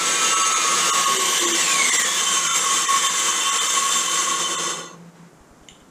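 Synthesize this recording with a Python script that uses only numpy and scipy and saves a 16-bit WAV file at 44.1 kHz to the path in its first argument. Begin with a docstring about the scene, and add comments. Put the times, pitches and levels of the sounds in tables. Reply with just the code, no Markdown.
"""In a small workshop, a handheld circular saw cuts a thin strip off a board.
The teeth rasp through the wood, shake the board and ring the steel blade, which squeals when pinched.
The strip rattles, and its tones sink as more of it is cut free. In brief dropouts the sound thins to
a few ringing pitches. The saw is switched off and dies away, leaving a low hum, quiet room noise,
soft thuds and the click of a small metal part."""
import sys
import numpy as np
from scipy import signal
from scipy.fft import rfft, irfft, next_fast_len
from scipy.io import wavfile
from scipy.ndimage import uniform_filter1d, map_coordinates

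SR = 44100
rng = np.random.default_rng(int(sys.argv[2]) if len(sys.argv) > 2 else 0)


def digitize_waveform(pressure):
    """Quantize a signal to 16-bit integers and store it at the path in sys.argv[1].

    Rows of a 2-D input are taken as channels; values are limited to [-1, 1].
    """
    field = np.atleast_2d(pressure).T
    bounded = np.clip(field, -1, 1)
    quanta = np.round(bounded * 32767).astype(np.int16)
    wavfile.write(sys.argv[1], SR, quanta)


N = 260190

# the blade starts to sink in, is deep in the board, starts to come out, is switched off
SINK_S, DEEP_S, EXIT_S, OFF_S = 1.5, 2.47, 4.11, 4.703
FEED_S = 1.58  # the saw starts to move along faster
# the board's modes (the pitches it rings at by itself): f/Hz, width/Hz, level/dB
BOARD_MODES = [(172.2, 22.4, -0.5), (241, 16, -0.5), (338.4, 19.3, 4), (394, 27, -1.5), (458, 29.6, 4),
               (528, 36, 3.5), (932, 250, -4.5)]


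def saw(dropout_share=0.1):
    """The teeth tear the wood and set the board, the blade and the loose strip ringing."""
    force = bite()
    wood = amp(-dropout_share * dropouts()) * (workshop(rasp(force), wet_db=-9.5) + board(force))
    disc = strip_damping() * (blade(force) + main_note()) + flares() + squeals()
    sound = thinned(wood + disc + whine() + strip() + growl())
    # so small a board gives off almost no bass below 142 Hz
    return filtered(sound, lambda hz: 1 / np.sqrt(1 + (142 / (hz + 1)) ** 18))


def bite(feed_db=1.01, chatter_db=0.71):
    """How hard the teeth bite: an uneven push plus fast chatter."""
    return amp(feed_db * wobble(24.174) + chatter_db * wobble(260))


def rundown(power):
    """Loudness follows a power of the blade's speed, which falls evenly after switching off."""
    speed = 1 - ramp(OFF_S, OFF_S + 0.31)
    return speed ** power


def cutting(fade_db_per_s=10):
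    """The strength of the cutting, which eases as the blade leaves the wood."""
    return amp(-fade_db_per_s * since(EXIT_S)) * rundown(power=2.9)


def rasp(force, early_db=-22.7, late_db=-25.3, chips_db=-44, chips_swing_db=3.5):
    """Tearing fibres make a noise that changes as the blade sinks in; flying chips add a fizz."""
    # tone colour of the tearing, early and late in the cut: f/Hz, level/dB
    early_colour = [(350, -20), (650, -9), (950, -3), (1500, -0.5), (2200, 0), (2600, -4), (3100, -0.5),
                    (4000, -1), (5000, -6.5), (6000, -1), (7200, 0.5), (8200, -5.5), (10000, -10.5),
                    (11500, -21), (15000, -22)]
    late_colour = [(350, -48), (650, -23), (960, -18.5), (1100, -5.5), (1240, -9.5), (1600, -14),
                   (2860, -16), (3100, -15), (3320, -14.5), (4770, -19), (5700, -17.5), (6250, -13.5),
                   (7450, -11), (10000, -18.5), (11500, -31), (15000, -35)]
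    teeth = lambda: steel(force * rng.standard_normal(N))
    depth = ramp(SINK_S, DEEP_S)
    fibres = amp(early_db) * np.sqrt(1 - depth) * coloured(teeth(), early_colour)
    fibres += amp(late_db) * np.sqrt(depth) * coloured(teeth(), late_colour)
    chips = amp(chips_db + chips_swing_db * wobble(34))
    chips *= held(SINK_S, EXIT_S - SINK_S, attack_s=0.46, release_s=0.31)
    fizz = coloured(teeth(), [(8000, -51.5), (11000, -5), (15000, -5)])
    return cutting() * (fibres + chips * fizz)


def steel(x, spacing_hz=16, depth_db=3.5):
    """The blade's crowded high modes cut fine, random peaks into the treble."""
    def response(hz):
        grid_hz = np.arange(0, SR / 2, spacing_hz)
        peaks = np.interp(hz, grid_hz, rng.standard_normal(SR // 10)[:len(grid_hz)])
        return amp(depth_db * peaks * np.clip(hz / 2500, 0, 1))
    return filtered(x, response)


def blade(force, pinch_s=0.43, loosen_db_per_s=14, deep_db=-23.5, shallow_db=-13):
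    """The steel disc rings one way when pinched, another deep in the cut, a third running free."""
    # the disc's modes in each state: f/Hz, width/Hz, level/dB
    pinched_modes = [(1569, 13, -5.5), (2180, 12, -10.5), (2436, 6, -1.5), (2650, 6.4, -3),
                     (2792, 4.6, -0.5), (3100, 16, -6), (3644, 14, -5), (4320, 5.2, -10), (4647, 5.3, -3),
                     (6342, 15, 0), (6650, 26, 3), (7560, 60, -10), (7920, 14, 0.5), (7970, 10, -6),
                     (9250, 31, -8)]
    deep_modes = [(1426, 55, -11), (2048, 38, -4.5), (2728, 37, -8), (3064, 38, 1.5), (3193, 47, -6),
                  (3555, 38, -0.5), (4160, 22, -9.5), (5410, 26, -4.5), (5944, 65, -2.5), (6196, 60, -5.5),
                  (6477, 75, 0.5), (7144, 50, -1.5), (7330, 64, -1), (7536, 31, 0.5), (7740, 20, -3),
                  (8280, 30, -3.5)]
    free_modes = [(343, 14.5, 2), (1442, 22, 5), (1967, 15, 5), (2705, 16, 3), (3030, 34, -1),
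                  (3530, 30, 1.5), (3860, 26, -5), (4190, 14, 1), (4350, 14, -1), (5250, 30, -2),
                  (6300, 55, 1.5), (6480, 45, 2.5), (7380, 81, -4)]
    pinched = amp(-21.5 - loosen_db_per_s * np.abs(clock() - pinch_s))
    deep = amp(deep_db + shallow_db * (1 - ramp(pinch_s, SINK_S))) * cutting()
    free = amp(-31.5) * ramp(EXIT_S - 0.17, EXIT_S) * rundown(power=1.66)
    return (pinched * ring(force, pinched_modes)
            + deep * ring(force, deep_modes)
            + free * ring(force, free_modes))


def ring(force, modes, shimmer_db=1.4):
    """The teeth drive each mode of the disc unevenly, so each swells and fades on its own."""
    out = np.zeros(N)
    for hz, width, db in modes:
        drive = force * rng.standard_normal(N) * amp(db + shimmer_db * wobble(11))
        out += signal.lfilter(*signal.iirpeak(hz, hz / width, SR), drive)
    return unit(out)


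def main_note(start_hz=1121, settled_hz=1100, chatter_db=1.5):
    """The blade's main note chatters, sags as the cut deepens and at times flares into a firmer tone."""
    # flare-ups of the note: start/s, length/s, level/dB
    flare_ups = [(0.33, 0.15, -22.5), (0.66, 0.16, -24.5), (0.93, 0.19, -21), (1.2, 0.13, -23.5),
                 (1.445, 0.016, -24.5), (1.681, 0.13, -21), (2.683, 0.053, -25), (2.905, 0.047, -16.5),
                 (3.035, 0.033, -26.5), (3.451, 0.14, -28), (3.77, 0.1, -21), (3.9, 0.047, -29),
                 (4.15, 0.041, -26), (4.29, 0.053, -26)]
    hz = start_hz + (settled_hz - start_hz) * ramp(0.4005, 1.2)
    ringing = amp(-32) * rundown(power=1.43) * tone(hz, width_hz=43.5, rough=0.91)
    flaring = amp(-3.5) * bouts(flare_ups, attack_s=0.025, release_s=0.047)
    singing = flaring * tone(hz, width_hz=22, rough=0.23)
    return amp(chatter_db * wobble(130)) * (ringing + singing)


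def flares(width_hz=30, rough=0.32):
    """Other modes of the disc sing out alone for a moment."""
    # each flare: start/s, length/s, level/dB, f/Hz
    notes = [(2.06, .08, -30, 3370), (2.265, 0.066, -29, 3090), (2.49, 0.037, -33.5, 1330),
             (3.025, .05, -30, 3110), (3.433, 0.041, -29, 3095), (3.413, 0.15, -37, 2750),
             (3.579, 0.028, -32, 3530), (4.304, 0.034, -38, 3100), (4.421, 0.042, -31.5, 3055)]
    return sum(amp(db) * held(start, length, attack_s=0.022, release_s=0.027) * tone(hz, width_hz, rough)
               for start, length, db, hz in notes)


def squeals(width_hz=17, rough=0.12):
    """The sides of the cut pinch the blade, and it squeals in nearly pure, drifting tones."""
    # each squeal: start/s, length/s, level/dB, f/Hz, glide/(Hz per s)
    pinches = [(0.0025, 0.032, -27.5, 1335, -120), (0.234, 0.31, -26, 1309, -4),
               (.72, 0.17, -32, 1328, 214), (0.567, 0.49, -29.5, 1239, -21)]
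    out = np.zeros(N)
    for start, length, db, hz, glide in pinches:
        level = amp(db) * held(start, length, attack_s=0.11, release_s=0.16)
        out += level * tone(hz + glide * since(start), width_hz, rough)
    return out


def whine(start_s=0.85, length_s=0.5, start_hz=2738, climb_hz=240, damping=0.018, flutter=0.0109):
    """A hoarse, ragged whine swells and climbs as the blade is squeezed, then levels off."""
    # the tones in the whine: pitch ratio, level/dB
    partials = [(0.999, 0), (1.06, 3), (2, -2), (2.92, -0.5), (3.9, -10), (4.45, -10.5), (4.83, -12.5)]
    rise = ramp(start_s, start_s + length_s)
    hz = (start_hz + climb_hz * rise) * (1 + flutter * wobble(120))
    level = amp(-37 + 3 * rise) * held(start_s, length_s, attack_s=0.071, release_s=0.17)
    return level * sum(amp(db) * tone(ratio * hz, damping * ratio * start_hz, rough=0.7)
                       for ratio, db in partials)


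def strip(damping=0.04, rough=0.72, rattle_db=-0.6):
    """The loose strip's bending tones sink together; each swells at pitches that carry well."""
    # spells of rattling: start/s, length/s, level/dB
    rattles = [(1.58, .04, -32), (1.66, 0.1, -30.5), (1.8, 0.06, -27.5), (1.88, 0.13, -29),
               (2.1, 0.76, -41), (2.46, .08, -35.5), (2.85, 0.25, -36), (3.15, 0.27, -40),
               (3.48, 0.11, -38)]
    # the strip's bending modes: pitch ratio, level/dB
    bending_modes = [(1, 2.5), (1.66, 0.5), (2.06, -2), (2.88, 0.5), (3.779, 0.5), (4.7, 1)]
    # how well the board and saw pass each pitch to the air: f/Hz, level/dB
    carrying = [(130, -21), (180, -13), (300, -17), (340, 2), (400, 2.5), (800, -11.5), (1050, -1.5),
                (1400, 0.5), (1600, -1), (2150, 1), (2600, -3), (3100, -10), (5000, -7.5), (7600, 4.5),
                (10000, -13.5), (15000, -28)]
    pitch = strip_pitch(flutter=0.02)
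    level = bouts(rattles, attack_s=0.094, release_s=0.13) * amp(rattle_db * wobble(90))
    out = np.zeros(N)
    for ratio, db in bending_modes:
        hz = ratio * pitch
        width_hz = damping * np.median(hz[level > 0])
        out += amp(db + along(carrying, hz)) * tone(hz, width_hz, rough)
    return workshop(level * out, wet_db=-17.5)


def strip_pitch(flutter, hz_at_feed=2842, slow_growth=0.33, fast_growth=1.155):
    """The longer the free strip, the lower its tone; flapping against the blade blurs the pitch."""
    relative_length = 1 + slow_growth * np.minimum(clock() - FEED_S, 0) + fast_growth * since(FEED_S)
    return hz_at_feed / relative_length * (1 + flutter * wobble(170))


def strip_damping(length_s=0.49, loss_db=4):
    """The freshly loosened strip leans on the blade and quiets its ring."""
    return amp(-loss_db * held(FEED_S, length_s, attack_s=0.042, release_s=0.15))


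def growl(ratio=0.117, rattle_db=1.5, board_db=-15):
    """The strip's lowest mode shudders in short bursts and shakes a low mode of the board."""
    # each burst: start/s, length/s, level/dB
    shudders = [(1.12, 0.18, -38), (1.17, 0.017, -31), (1.44, 0.094, -27), (1.66, 0.45, -48),
                (2.28, 0.27, -47.5)]
    level = bouts(shudders, attack_s=0.051, release_s=0.051) * amp(rattle_db * wobble(110))
    board_hz, board_width_hz, _ = BOARD_MODES[1]
    shaken = amp(board_db) * tone(board_hz, board_width_hz, rough=0.7)
    return level * (tone(ratio * strip_pitch(flutter=0.012), width_hz=20, rough=0.1) + shaken)


def board(force, early_db=-34.5, deep_db=-38.5, exit_db=4, decay_db_per_s=62):
    """The board rumbles less with the blade deep in it, and more again at the far end."""
    db = early_db + (deep_db - early_db) * ramp(SINK_S, DEEP_S) + exit_db * ramp(EXIT_S, OFF_S)
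    level = amp(db - decay_db_per_s * since(OFF_S))
    return level * resonate(force * rng.standard_normal(N), BOARD_MODES)


def dropouts(half_length_s=0.014):
    """The depth in dB of brief dropouts in which the sound thins to a few ringing pitches."""
    # the middle of each dropout: t/s, depth/dB
    moments = [(.355, 9), (.438, 8), (.548, 8), (.921, 22), (1.058, 9), (1.185, 10), (1.4, 7), (1.465, 9),
               (1.53, 10), (1.912, 12), (1.98, 11), (2.038, 10), (2.488, 8), (2.53, 8), (2.873, 11),
               (3.085, 9), (3.512, 11), (3.596, 10), (3.685, 8), (4.567, 22)]
    return sum(db * np.exp(-((clock() - s) / half_length_s) ** 4) for s, db in moments)


def thinned(x, threshold=1.255):
    """During each dropout, only pitches that stand out from their neighbours keep their strength."""
    spectrum = signal.stft(x, nperseg=512)[2]
    neighbours = uniform_filter1d(np.abs(spectrum), size=61, axis=0)
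    stands_out = np.abs(spectrum) > threshold * neighbours
    ringing = signal.istft(spectrum * stands_out, nperseg=512)[1][:N]
    return ringing + amp(-dropouts()) * (x - ringing)


def click(ring_db=-18, ring_t60=0.38):
    """A small metal part rubs, snaps against its stop and settles; each contact rings briefly."""
    # each contact: t/s, level/dB, t60/s (the time it takes to fade by 60 dB)
    contacts = [(5.632, -59, .15), (5.686, -28, .007), (5.802, -57, 0.045)]
    # the part's modes: f/Hz, width/Hz, level/dB
    metal_modes = [(2060, 240, -9), (3070, 200, -1), (3620, 250, -4), (6450, 600, -11), (7250, 170, -3.5),
                   (9500, 250, -14)]
    blows = np.zeros(N)
    for s, db, t60 in contacts:
        age = since(s)
        blows += (age > 0) * amp(db) * (amp(-60 * age / t60) + amp(ring_db - 60 * age / ring_t60))
    ringing = resonate(blows * rng.standard_normal(N), metal_modes)
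    strength = np.sqrt(np.mean(blows ** 2))
    return workshop(strength * ringing, wet_db=-12)


def hum(hz=170, hiss_db=-13):
    """A low, slightly unsteady machine hum with a thin hiss."""
    # spells of hum: start/s, length/s, level/dB
    spells = [(4.3, 0.57, -49.5), (4.95, 0.14, -45), (5.16, 0.11, -45)]
    hiss_colour = [(2000, 5), (4500, -6), (7400, -3), (9000, -29), (15000, -36)]  # f/Hz, level/dB
    hiss = amp(hiss_db) * coloured(rng.standard_normal(N), hiss_colour)
    return bouts(spells, attack_s=0.041, release_s=0.034) * (tone(hz, width_hz=16, rough=0.29) + hiss)


def thuds(first_s=5.413, gap_s=0.103, first_db=-40.5, loss_db=1.5, hz=45, width_s=0.0043):
    """Five soft, evenly spaced thuds, each quieter than the last."""
    out = np.zeros(N)
    for k in range(5):
        age = clock() - first_s - k * gap_s
        pulse = np.exp(-0.5 * (age / width_s) ** 2) * np.sin(2 * np.pi * hz * age)
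        out += amp(first_db - k * loss_db) * pulse
    return out


def room_noise(air_db=-51, rumble_db=-57):
    """Quiet, steady room noise, joined near the end by a faint rumble."""
    # tone colour of the room's air and of the rumble: f/Hz, level/dB
    air_colour = [(100, -20), (170, -1), (300, -1), (600, -7), (1300, -9.5), (2600, -22), (4500, -25.5),
                  (7200, -20), (9000, -26), (15000, -38)]
    rumble_colour = [(20, -16), (110, -12), (170, -1), (260, -10), (2000, -70)]
    air = amp(air_db) * coloured(rng.standard_normal(N), [(30, -38)] + list(air_colour))
    rumble = amp(rumble_db) * coloured(rng.standard_normal(N), rumble_colour)
    return air + rumble * ramp(5.31, 5.33)


def workshop(x, wet_db):
    """The walls add a short wash of echoes at wet_db; the treble fades first."""
    # how long the echoes take to fade by 60 dB: f/Hz, t60/s
    fade_times = [(200, 0.25), (3000, 0.16), (7000, 0.088), (14000, 0.023)]
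    hz, t, noise = signal.stft(rng.standard_normal(SR // 2), SR, nperseg=256)
    fade = amp(-60 * t / along(fade_times, hz)[:, None])
    tail = signal.istft(noise * fade, SR, nperseg=256)[1]
    echoes = signal.fftconvolve(x, tail / np.linalg.norm(tail))[:N]
    return (x + amp(wet_db) * echoes) / np.sqrt(1 + amp(wet_db) ** 2)


def tone(hz, width_hz, rough):
    """A ringing tone that can glide, from steady (rough=0) to randomly shaken (rough=1)."""
    pole = np.exp(-2 * np.pi * width_hz / SR)
    kicks = rng.standard_normal(N) + 1j * rng.standard_normal(N)
    shaken = unit(signal.lfilter([1], [1, -2 * pole, pole ** 2], kicks))
    swing = np.sqrt(1 - rough) + np.sqrt(rough) * shaken
    phase = 2 * np.pi * np.cumsum(hz * np.ones(N)) / SR
    return np.sqrt(2) * np.abs(swing) * np.cos(phase + np.angle(swing))


def resonate(x, modes):
    """Let x ring a set of modes; the result has strength 1."""
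    out = np.zeros(N)
    for k, (hz, width, db) in enumerate(modes):
        out += (-1) ** k * amp(db) * signal.lfilter(*signal.iirpeak(hz, hz / width, SR), x)
    return unit(out)


def coloured(x, colour):
    """Give x a tone colour; the result has strength 1."""
    return unit(filtered(x, lambda hz: amp(along(colour, hz))))


def filtered(x, response):
    """Scale each frequency in x by response(hz)."""
    size = next_fast_len(N + SR // 2)
    return irfft(rfft(x, size) * response(np.fft.rfftfreq(size, 1 / SR)), size)[:N]


def along(points, hz):
    """Read between (f/Hz, value) points on a log frequency axis."""
    point_hz, values = np.transpose(points)
    return np.interp(np.log(hz + 1), np.log(point_hz + 1), values)


def wobble(rate):
    """A smooth random curve with rate new values a second."""
    return map_coordinates(rng.standard_normal(int(N * rate / SR) + 4), [clock() * rate], order=2)


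def bouts(rows, attack_s, release_s):
    """A loudness curve that follows the loudest of the (start/s, length/s, level/dB) rows."""
    return np.max([amp(db) * held(start, length, attack_s, release_s)
                   for start, length, db in rows], axis=0)


def held(start, length, attack_s, release_s):
    """A loudness curve that reaches 1 at start, holds, then lets go."""
    return ramp(start - attack_s, start) * (1 - ramp(start + length, start + length + release_s))


def ramp(start, end):
    """Rises from 0 to 1 between two moments."""
    return np.clip((clock() - start) / (end - start), 0, 1)


def since(s):
    """Seconds gone by since a moment, 0 before it."""
    return np.maximum(clock() - s, 0)


def clock():
    """The time of every sample in seconds."""
    return np.arange(N) / SR


def amp(db):
    """Turn decibels into a multiplier."""
    return 10 ** (np.asarray(db) / 20)


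def unit(x):
    """Scale x to an average strength (rms) of 1."""
    return x / np.sqrt(np.mean(np.abs(x) ** 2) + 1e-20)


def scene():
    """The saw and the room around it, in one channel."""
    return (saw() + hum() + thuds() + room_noise() + click())[None]


def record(dry, top_hz=15300):
    """Cut off the very highest treble."""
    return np.array([filtered(x, lambda hz: hz < top_hz) for x in dry])


dry = scene()
out = record(dry)
digitize_waveform(out)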